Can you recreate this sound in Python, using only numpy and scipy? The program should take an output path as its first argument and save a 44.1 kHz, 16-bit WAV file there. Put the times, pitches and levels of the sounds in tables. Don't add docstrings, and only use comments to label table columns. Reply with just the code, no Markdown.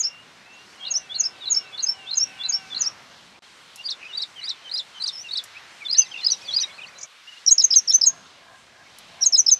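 import sys
import numpy as np
from scipy import signal
from scipy.io import wavfile
from scipy.ndimage import uniform_filter1d

SR = 44100
rng = np.random.default_rng(int(sys.argv[2]) if len(sys.argv) > 2 else 0)


def dump_mix(stems):
    frames = np.atleast_2d(stems).T
    limited = np.clip(frames, -1, 1)
    pcm = np.round(limited * 32767).astype(np.int16)
    wavfile.write(sys.argv[1], SR, pcm)


def how_loud(loudness_db):
    steps = np.asarray(loudness_db, float) / 20
    return 10 ** steps


N = 422919


def band(x, centre_hz, width_hz):
    edges = [centre_hz - width_hz / 2, centre_hz + width_hz / 2]
    y = signal.sosfilt(signal.butter(2, edges, "bandpass", fs=SR, output="sos"), x)
    return y / np.sqrt(np.mean(y ** 2))


def walk(rate_hz):
    hold = int(SR / rate_hz)
    steps = np.repeat(rng.standard_normal(N // hold + 1), hold)
    return 2.4 * uniform_filter1d(uniform_filter1d(steps, hold), hold)[:N]


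def bump(middle_s, length_ms):
    t = np.arange(N) / SR
    return np.exp(-.5 * ((t - middle_s) / (length_ms / 3000)) ** 2)


def field():
    # f/Hz, level/dB per Hz
    air = np.array([(25, -27.5), (95, -9.5), (190, -5.5), (300, -9), (1200, -2.5), (3900, -6.5),
                    (6300, -14), (8000, -21), (13000, -38.5)])
    # t/s, rumble/dB, hush/dB, hiss/dB
    backgrounds = [
        [(0.0, -64, -50.5, -69), (2.99, -64.5, -52, -68), (3.39, -64.5, -51, -73)],
        [(3.43, -69.5, -52.5, -68), (6.53, -64.5, -50, -63), (7.05, -65.5, -51, -69.5)],
        [(7.07, -83, -58.5, -68), (8.02, -64.5, -54.5, -69), (9.59, -65.5, -52.5, -69)],
    ]
    t = np.arange(N) / SR
    s, *levels = np.vstack(backgrounds).T
    change = np.array([np.interp(t, s, db) - np.mean(db) for db in levels])
    swell = walk(1.8)
    out = 0
    for hz in 28 * 2 ** np.arange(0, 9.1, .5):
        mid, side = (band(rng.standard_normal(N), hz, .46 * hz) for _ in range(2))
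        shares = [np.interp(np.log(hz), np.log([200, 1000, 3200]), row) for row in np.eye(3)]
        db = np.interp(np.log(hz), np.log(air[:, 0]), air[:, 1]) + 10 * np.log10(hz) + shares @ change
        stereo = mid + how_loud(-19) * side * np.array([[1], [-1]])
        out = out + how_loud(db + .8 * swell + 1.2 * walk(9)) * stereo
    out = signal.sosfilt(signal.butter(10, 13300, fs=SR, output="sos"), out)
    return out * how_loud(-48.5) / np.sqrt(np.mean(out ** 2))


def cockerel():
    # start t/s, end t/s, f/Hz, level/dB
    start, end, hz, db = (.78, 2.8, 765, -59)
    t = np.arange(N) / SR
    phase = 2 * np.pi * np.cumsum(hz * (1 + .0038 * walk(25))) / SR
    gate = uniform_filter1d(1. * ((t > start) & (t < end)), 3000)
    level = gate * how_loud(db - 1.3 * (t - start) + 1.2 * walk(6.24))
    return level * (np.sin(phase) + 1.5 * np.sin(2 * phase) + 1.4 * np.sin(3 * phase))


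def crows():
    # middle t/s, level/dB
    caws = [
        (8.13, -48),
        (8.51, -48.5),
        (8.81, -52),
        (9.19, -48.5),
    ]
    # f/Hz, width/Hz, level/dB
    resonances = [
        (700, 91, -8),
        (1060, 50, -10.5),
        (1646, 91, -6),
    ]
    t = np.arange(N) / SR
    rasp = rng.standard_normal(N) * (1 + .6 * np.sin(2 * np.pi * 65 * t))
    throat = sum(how_loud(db) * band(rasp, hz, width) for hz, width, db in resonances)
    return throat * sum(how_loud(db) * bump(s, 200) for s, db in caws)


def buzzes():
    # middle t/s, length/ms, centre f/Hz, width/Hz, level/dB
    bursts = [
        (7.015, 60, 6300, 1300, -33),
        (4.42, 140, 2150, 600, -44),
        (4.03, 70, 2600, 500, -43),
        (.735, 14, 2800, 1500, -41),
    ]
    throb = rng.standard_normal(N) * how_loud(4.7 * walk(150))
    out = 0
    for s, ms, hz, width, db in bursts:
        rasp = band(band(throb, hz, width), hz, 2 * width)
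        out = out + how_loud(db) * bump(s, ms) * rasp
    return out


def twig_ticks():
    # t/s, peak level/dB
    ticks = [
        (3.7589, -25.5),
        (5.439, -23.5),
        (8.986, -27),
    ]
    crack = band(band(rng.standard_normal(N), 8500, 8000), 8500, 8000)
    t = np.arange(N) / SR
    return crack * sum(how_loud(db - 10) * (t > s) * np.exp(-np.abs(t - s) / .002) for s, db in ticks)


def voice(waver):
    return np.array([np.zeros(N), np.zeros(N), waver * walk(260)])


def whistle(out, loudest_s, ms, start_hz, end_hz, db, peak=.5, early=1, late=1, lead=.15, full=1.3):
    size = int(ms * SR / 1000)
    rise, lead = int(np.clip(peak, .1, .9) * size), int(lead * size)
    steps = np.arange(-lead, size)
    u = steps / size
    place = int(loudest_s * SR) - rise + steps
    hz = end_hz + (start_hz - end_hz) * (1 - np.sign(u) * np.abs(u) ** late) ** early
    phase = 2 * np.pi * np.cumsum(hz * (1 + out[2, place % N])) / SR
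    attack = np.sin(np.pi / 2 * np.arange(lead + rise) / (lead + rise)) ** full
    release = np.cos(np.pi / 2 * np.linspace(0, 1, size - rise)) ** .9
    swell = np.r_[attack, release]
    overtones = np.sin(2 * phase) + .5 * np.sin(3 * phase / 2)
    note = np.array([swell * np.sin(phase), swell ** 1.5 * (4000 / hz) ** 2 * overtones])
    inside = (place >= 0) & (place < N)
    out[:2, place[inside]] += how_loud(db) * note[:, inside]


def neighbours():
    # start t/s, end t/s, rate/Hz, length/ms, start f/Hz, end f/Hz, level/dB
    whistlers = [
        (.8, 2.85, 6.3, 170, 2920, 2520, -47),
        (.1, .75, 3.3, 190, 2700, 2850, -47),
        (7.28, 7.42, 21, 30, 2750, 2950, -39),
    ]
    twitter_db = (-52, -42)
    out = voice(waver=.006)
    for start, end, rate, ms, start_hz, end_hz, db in whistlers:
        for s in np.arange(start + ms / 2000, end, 1 / rate):
            late, sharp, loud = rng.standard_normal(3)
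            first_hz = start_hz * (1 + .025 * sharp)
            whistle(out, s + .15 * late / rate, ms, first_hz, end_hz, db + 3 * loud, full=.6)
    for (start, end), db in zip([(0, N / SR), (5.85, 7.05)], twitter_db):
        for when, pitch, length, bend, far in rng.random((85, 5)):
            s = start + (end - start) * when
            hz = 2200 + 4000 * pitch ** 1.7
            whistle(out, s, 10 + 30 * length, hz, hz * (.7 + .5 * bend), db - 9 * far, early=1.6)
    return out[0]


def echoes(x, bounce_ms, t60_s):
    t = np.arange(SR // 2) / SR
    decay = 10 ** (-3 * t / t60_s) + how_loud(-34) * 10 ** (-3 * t / .6)
    mid, side = rng.standard_normal((2, len(t))) * (t > .003) * decay
    mid = mid / np.sqrt(np.sum(mid ** 2))
    side = how_loud(-20) * side / np.sqrt(np.sum(side ** 2))
    mid[int(bounce_ms * SR / 1000)] += .8
    return np.array([signal.fftconvolve(x, ear)[:N] for ear in (mid + side, mid - side)])


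def song_hiss(tone):
    effort = np.abs(uniform_filter1d(np.abs(tone), 130)) ** 1.5
    mid, side = (band(rng.standard_normal(N), 9300, 11000) for _ in range(2))
    return how_loud(-39) * effort * (mid + .3 * side * np.array([[1], [-1]]))


def song():
    # loudest t/s, length/ms, start f/Hz, end f/Hz, peak level/dB
    even = [(0.01, 27, 7080, 6060, -17), (0.056, 31, 5610, 5210, -16.5), (0.945, 12, 5510, 4800, -19.5),
            (1.164, 28, 4490, 4150, -20), (1.242, 13, 5170, 4750, -21), (1.262, 25.5, 5550, 5130, -16.5),
            (1.46, 8.3, 4390, 3860, -27), (1.783, 15, 4520, 3460, -29), (1.896, 24.5, 5380, 5430, -13.5),
            (2.136, 17, 4310, 4070, -21), (2.75, 7.1, 4350, 3560, -21), (2.87, 28, 5270, 5710, -17),
            (3.851, 28, 4680, 4380, -33), (4.182, 19, 4560, 4440, -21.5), (4.205, 35, 3500, 4260, -28),
            (4.449, 7, 4600, 4900, -27), (4.718, 8.6, 4300, 3970, -22), (4.973, 55, 3120, 2990, -38),
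            (5.015, 30, 4150, 3880, -28), (5.024, 7.7, 4640, 4300, -23.4), (5.043, 12.6, 5110, 4480, -18.5),
            (5.176, 23, 5060, 5510, -35), (5.825, 38, 2530, 2110, -35.5), (5.888, 10, 4080, 3860, -29),
            (5.932, 11, 4930, 4950, -12.4), (5.939, 11, 4660, 5180, -19), (6.121, 14, 3310, 3050, -30.1),
            (6.147, 15, 2920, 2490, -29.5), (6.162, 18, 2900, 2630, -32.5), (6.239, 17, 4280, 4150, -24.5),
            (6.312, 8.5, 6280, 5840, -20.5), (6.54, 15, 4280, 4160, -21), (6.64, 16, 3840, 3840, -18.5),
            (6.792, 21, 2670, 2330, -34.5), (7.482, 18, 5830, 5300, -7.5), (7.626, 8.3, 7200, 6300, -18),
            (7.734, 25, 5520, 4800, -11.5), (7.769, 20.4, 6290, 6215, -2), (7.927, 5.5, 7170, 6260, -15),
            (7.952, 30.5, 6054, 6290, -2.5), (8.04, 10.6, 5410, 4980, -7.5), (9.395, 35, 6760, 5670, -7.5),
            (9.49, 18, 5480, 4920, -7), (9.498, 4.7, 3350, 3630, -23.5)]
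    swelling = [(0.043, 19, 5370, 4750, -21.5), (0.839, 52, 3190, 3300, -32), (1.127, 43, 3340, 3580, -28),
                (1.192, 12, 7200, 6600, -29.8), (1.442, 48, 3910, 3320, -31), (1.526, 34, 7070, 6220, -14),
                (1.55, 16, 5900, 4770, -20.5), (1.76, 48, 3370, 3600, -34), (1.803, 20, 4460, 4080, -23.5),
                (1.844, 24, 6780, 6070, -17), (1.874, 16, 5190, 4910, -19), (2.097, 52, 3200, 3870, -31.5),
                (2.16, 8.4, 6960, 6350, -26), (2.231, 52, 5200, 5750, -14.5),
                (2.422, 41, 3430, 3510, -27.5), (2.457, 21, 3900, 4120, -22),
                (2.505, 25, 7010, 6050, -18.5), (2.734, 43, 3570, 3400, -31), (2.774, 22, 4450, 3900, -23),
                (2.8, 19, 6940, 6870, -35), (2.82, 20, 7040, 5950, -14), (3.808, 41, 2740, 2876, -34.5),
                (3.867, 17, 4880, 4810, -21), (4.116, 48, 3080, 2790, -38), (4.154, 39, 3600, 4050, -29.5),
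                (4.226, 10, 5460, 3980, -19), (4.398, 54, 3240, 2845, -35), (4.43, 22, 4130, 3900, -31.5),
                (4.443, 12, 4550, 4300, -28.5), (4.485, 24, 3480, 4070, -26), (4.681, 50, 3170, 3035, -36),
                (4.73, 12, 4610, 4750, -27), (5.153, 44, 5400, 5200, -31.5), (5.274, 48, 2784, 2720, -33.5),
                (5.576, 44, 2160, 2750, -39.5), (5.868, 25, 3570, 3410, -25), (5.905, 17, 4290, 4140, -20),
                (5.976, 11, 5300, 5800, -19.5), (6.18, 16, 2800, 2550, -31), (6.196, 38, 3500, 3670, -37.5),
                (6.467, 41, 5200, 4150, -39.5), (6.503, 36, 3530, 3370, -24.5), (6.52, 16, 4050, 3860, -26),
                (6.529, 8, 4030, 3780, -24), (6.542, 56, 6000, 5580, -40), (6.622, 23, 6200, 5600, -16.5),
                (6.821, 29, 2890, 2390, -37.5), (7.509, 13, 8170, 7160, -24), (7.743, 8, 2990, 3800, -26),
                (7.755, 8, 7600, 6500, -26), (7.886, 14, 5880, 4840, -14.5), (8.063, 10, 7950, 7260, -22),
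                (9.236, 24, 6110, 5170, -11.5), (9.256, 10, 8370, 7200, -24.5),
                (9.329, 8, 6130, 5300, -14.5), (9.375, 12, 8300, 6600, -26), (9.509, 8, 7770, 6600, -25.1)]
    fading = [(0.075, 19, 5620, 5430, -22.5), (0.874, 105, 2910, 2696, -37.5),
              (0.886, 13, 4870, 3630, -30.5), (0.96, 35, 5200, 6350, -16.5), (1.487, 8.6, 4470, 4200, -30),
              (1.57, 28.6, 5360, 5500, -14), (1.808, 6.8, 5000, 4300, -26.5), (1.918, 29, 5400, 5480, -28),
              (2.143, 7.3, 5040, 4970, -23.5), (2.544, 39, 5330, 5570, -16.5),
              (2.78, 6.9, 4770, 4240, -24.2), (3.874, 7.7, 4640, 4600, -25), (4.052, 42, 2420, 2700, -36),
              (4.231, 16, 4240, 3370, -22.5), (4.458, 23, 4890, 4770, -31), (4.744, 22, 4920, 4910, -20),
              (5.2, 54, 5400, 6200, -36), (5.29, 17, 3900, 3500, -34), (5.32, 8.9, 4310, 4320, -29),
              (5.999, 93, 2910, 2580, -34), (6.021, 16, 5100, 4410, -24.5), (6.205, 15, 3450, 3680, -33),
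              (6.217, 17, 4170, 4060, -32), (6.321, 9.2, 5930, 5300, -10.5), (6.591, 8.8, 4220, 4200, -18),
              (6.626, 7.2, 4930, 5400, -18.5), (6.839, 23, 3160, 2370, -33.5),
              (7.494, 10.5, 3960, 4260, -20), (7.745, 22, 3954, 4200, -23), (7.9, 19, 5470, 5340, -9),
              (7.919, 9.3, 3990, 4370, -23.5), (7.924, 20, 3520, 4400, -32), (8.049, 23, 3976, 4350, -26.5),
              (8.091, 13.4, 6490, 6620, -18.5), (9.245, 16, 4004, 4300, -23.5),
              (9.334, 10, 5020, 5540, -10.5), (9.503, 6.8, 3810, 4100, -22)]
    hooked = [(0.855, 9.5, 4360, 3530, -26.5), (1.147, 8.1, 4450, 3850, -26.5),
              (2.116, 16, 4480, 4030, -21.5), (2.18, 20.6, 6680, 6190, -11.5),
              (2.439, 8.1, 4450, 3700, -23.5), (2.464, 6.1, 4920, 3960, -21.5),
              (2.528, 13, 5280, 4650, -19), (3.893, 17, 3240, 4330, -23.5), (4.697, 7.6, 4060, 3750, -31),
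              (4.767, 27, 3590, 4220, -26.5), (5.065, 14, 3510, 4150, -22), (5.313, 10, 4200, 3770, -25),
              (5.362, 22, 3310, 4120, -24.5), (5.914, 6.9, 5160, 4580, -16), (5.954, 18, 3360, 4480, -21),
              (5.965, 8.9, 5070, 4360, -24.5), (6.25, 10, 5450, 4380, -15), (6.289, 18, 3860, 4170, -18.5),
              (6.304, 5.7, 5020, 4560, -13.5), (6.335, 11.5, 4500, 3780, -24.5),
              (6.549, 9.8, 5090, 4600, -19.5), (6.569, 14, 4880, 4860, -11.5),
              (6.587, 4, 3990, 3890, -14.5), (6.602, 7, 5270, 4440, -20), (7.465, 3.9, 6660, 5500, -9.5),
              (7.584, 8.7, 6330, 5130, -6.5), (7.602, 22, 5950, 5020, -9.5), (7.618, 8, 3580, 4043, -19),
              (7.647, 21, 6460, 6270, -6), (7.711, 13, 5680, 4920, -12), (7.786, 15.6, 6190, 5540, -9),
              (7.915, 10.5, 3310, 3630, -26.5), (8.014, 3.8, 5930, 5420, -12.5),
              (8.029, 9, 5050, 5370, -16.5), (8.076, 27, 6630, 6420, -5), (9.217, 16, 6100, 5460, -22),
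              (9.269, 21, 7120, 6200, -6.5), (9.283, 18, 6770, 6210, -20), (9.35, 22, 5457, 4980, -7),
              (9.365, 16, 3470, 4190, -18), (9.468, 9.5, 5930, 4920, -10.5), (9.528, 32, 6850, 6110, -5)]
    plunging = [
        (3.911, 36.2, 5770, 3440, -25),
        (4.499, 34.2, 5520, 3480, -24),
        (4.785, 38, 5380, 3470, -22.5),
        (5.082, 32.7, 6060, 3530, -23),
        (5.379, 31.2, 5330, 3420, -22),
    ]
    bent = [(0.876, 19, 4150, 3710, -25), (0.92, 19.6, 6910, 5900, -18), (1.209, 15.6, 6670, 5720, -9),
            (1.481, 22, 4130, 3710, -20.5), (2.848, 22, 5200, 4610, -23.5), (5.339, 13, 4430, 4130, -22),
            (5.995, 20.7, 6150, 6015, -3), (6.194, 12, 2730, 2330, -32.5), (6.27, 9.8, 5060, 4910, -10.5),
            (7.524, 20, 6330, 7150, -3), (8.019, 5.7, 5270, 4765, -9.5)]
    shapes = [(even, .49, 1, 1, .15), (swelling, .74, 1, 1, .15), (fading, .27, 1, 1, .15),
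              (hooked, .49, 2.2, 1, .08), (plunging, .2, 3, 1, .12), (bent, .65, 1, 2.2, .22)]
    out = voice(waver=.007)
    for notes, *shape in shapes:
        for note in notes:
            whistle(out, *note, *shape)
    tone, octave = out[:2]
    return tone * how_loud(.8 * walk(300)), octave * how_loud(3 * walk(500))


def scene():
    # start t/s, overtone level/dB, ground bounce/ms, echo level/dB, echo decay/s
    shots = [
        (0, -44, 6.7, -11.5, 0.13),
        (3.42, -28, 3.84, -5.5, 0.067),
        (5.6, -39.5, 4, -8.5, 0.068),
        (7.063, -37.5, 5.04, -11, 0.071),
    ]
    tone, octave = song()
    far = neighbours() + cockerel() + crows() + buzzes() + twig_ticks()
    out = field() + song_hiss(tone)
    t = np.arange(N) / SR
    ends = [row[0] for row in shots[1:]] + [N / SR]
    for (start, octave_db, bounce_ms, echo_db, t60_s), end in zip(shots, ends):
        shot = (t >= start) & (t < end)
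        direct = shot * (tone + how_loud(octave_db) * octave + far)
        out = out + shot * (direct + how_loud(echo_db) * echoes(direct, bounce_ms, t60_s))
    return out


def band_limit(x):
    return signal.sosfilt(signal.butter(12, 15500, fs=SR, output="sos"), x)


def record(dry):
    # start t/s, end t/s
    dip_start, dip_end = (3.392, 3.422)
    t = np.arange(N) / SR
    gap = np.where((t > dip_start) & (t < dip_end), how_loud(-24), 1)
    overload = uniform_filter1d(np.abs(dry) / .5, 44)
    return band_limit(dry * gap / (1 + overload ** 4) ** (1 / 4))


dry = scene()
out = record(dry)
dump_mix(out)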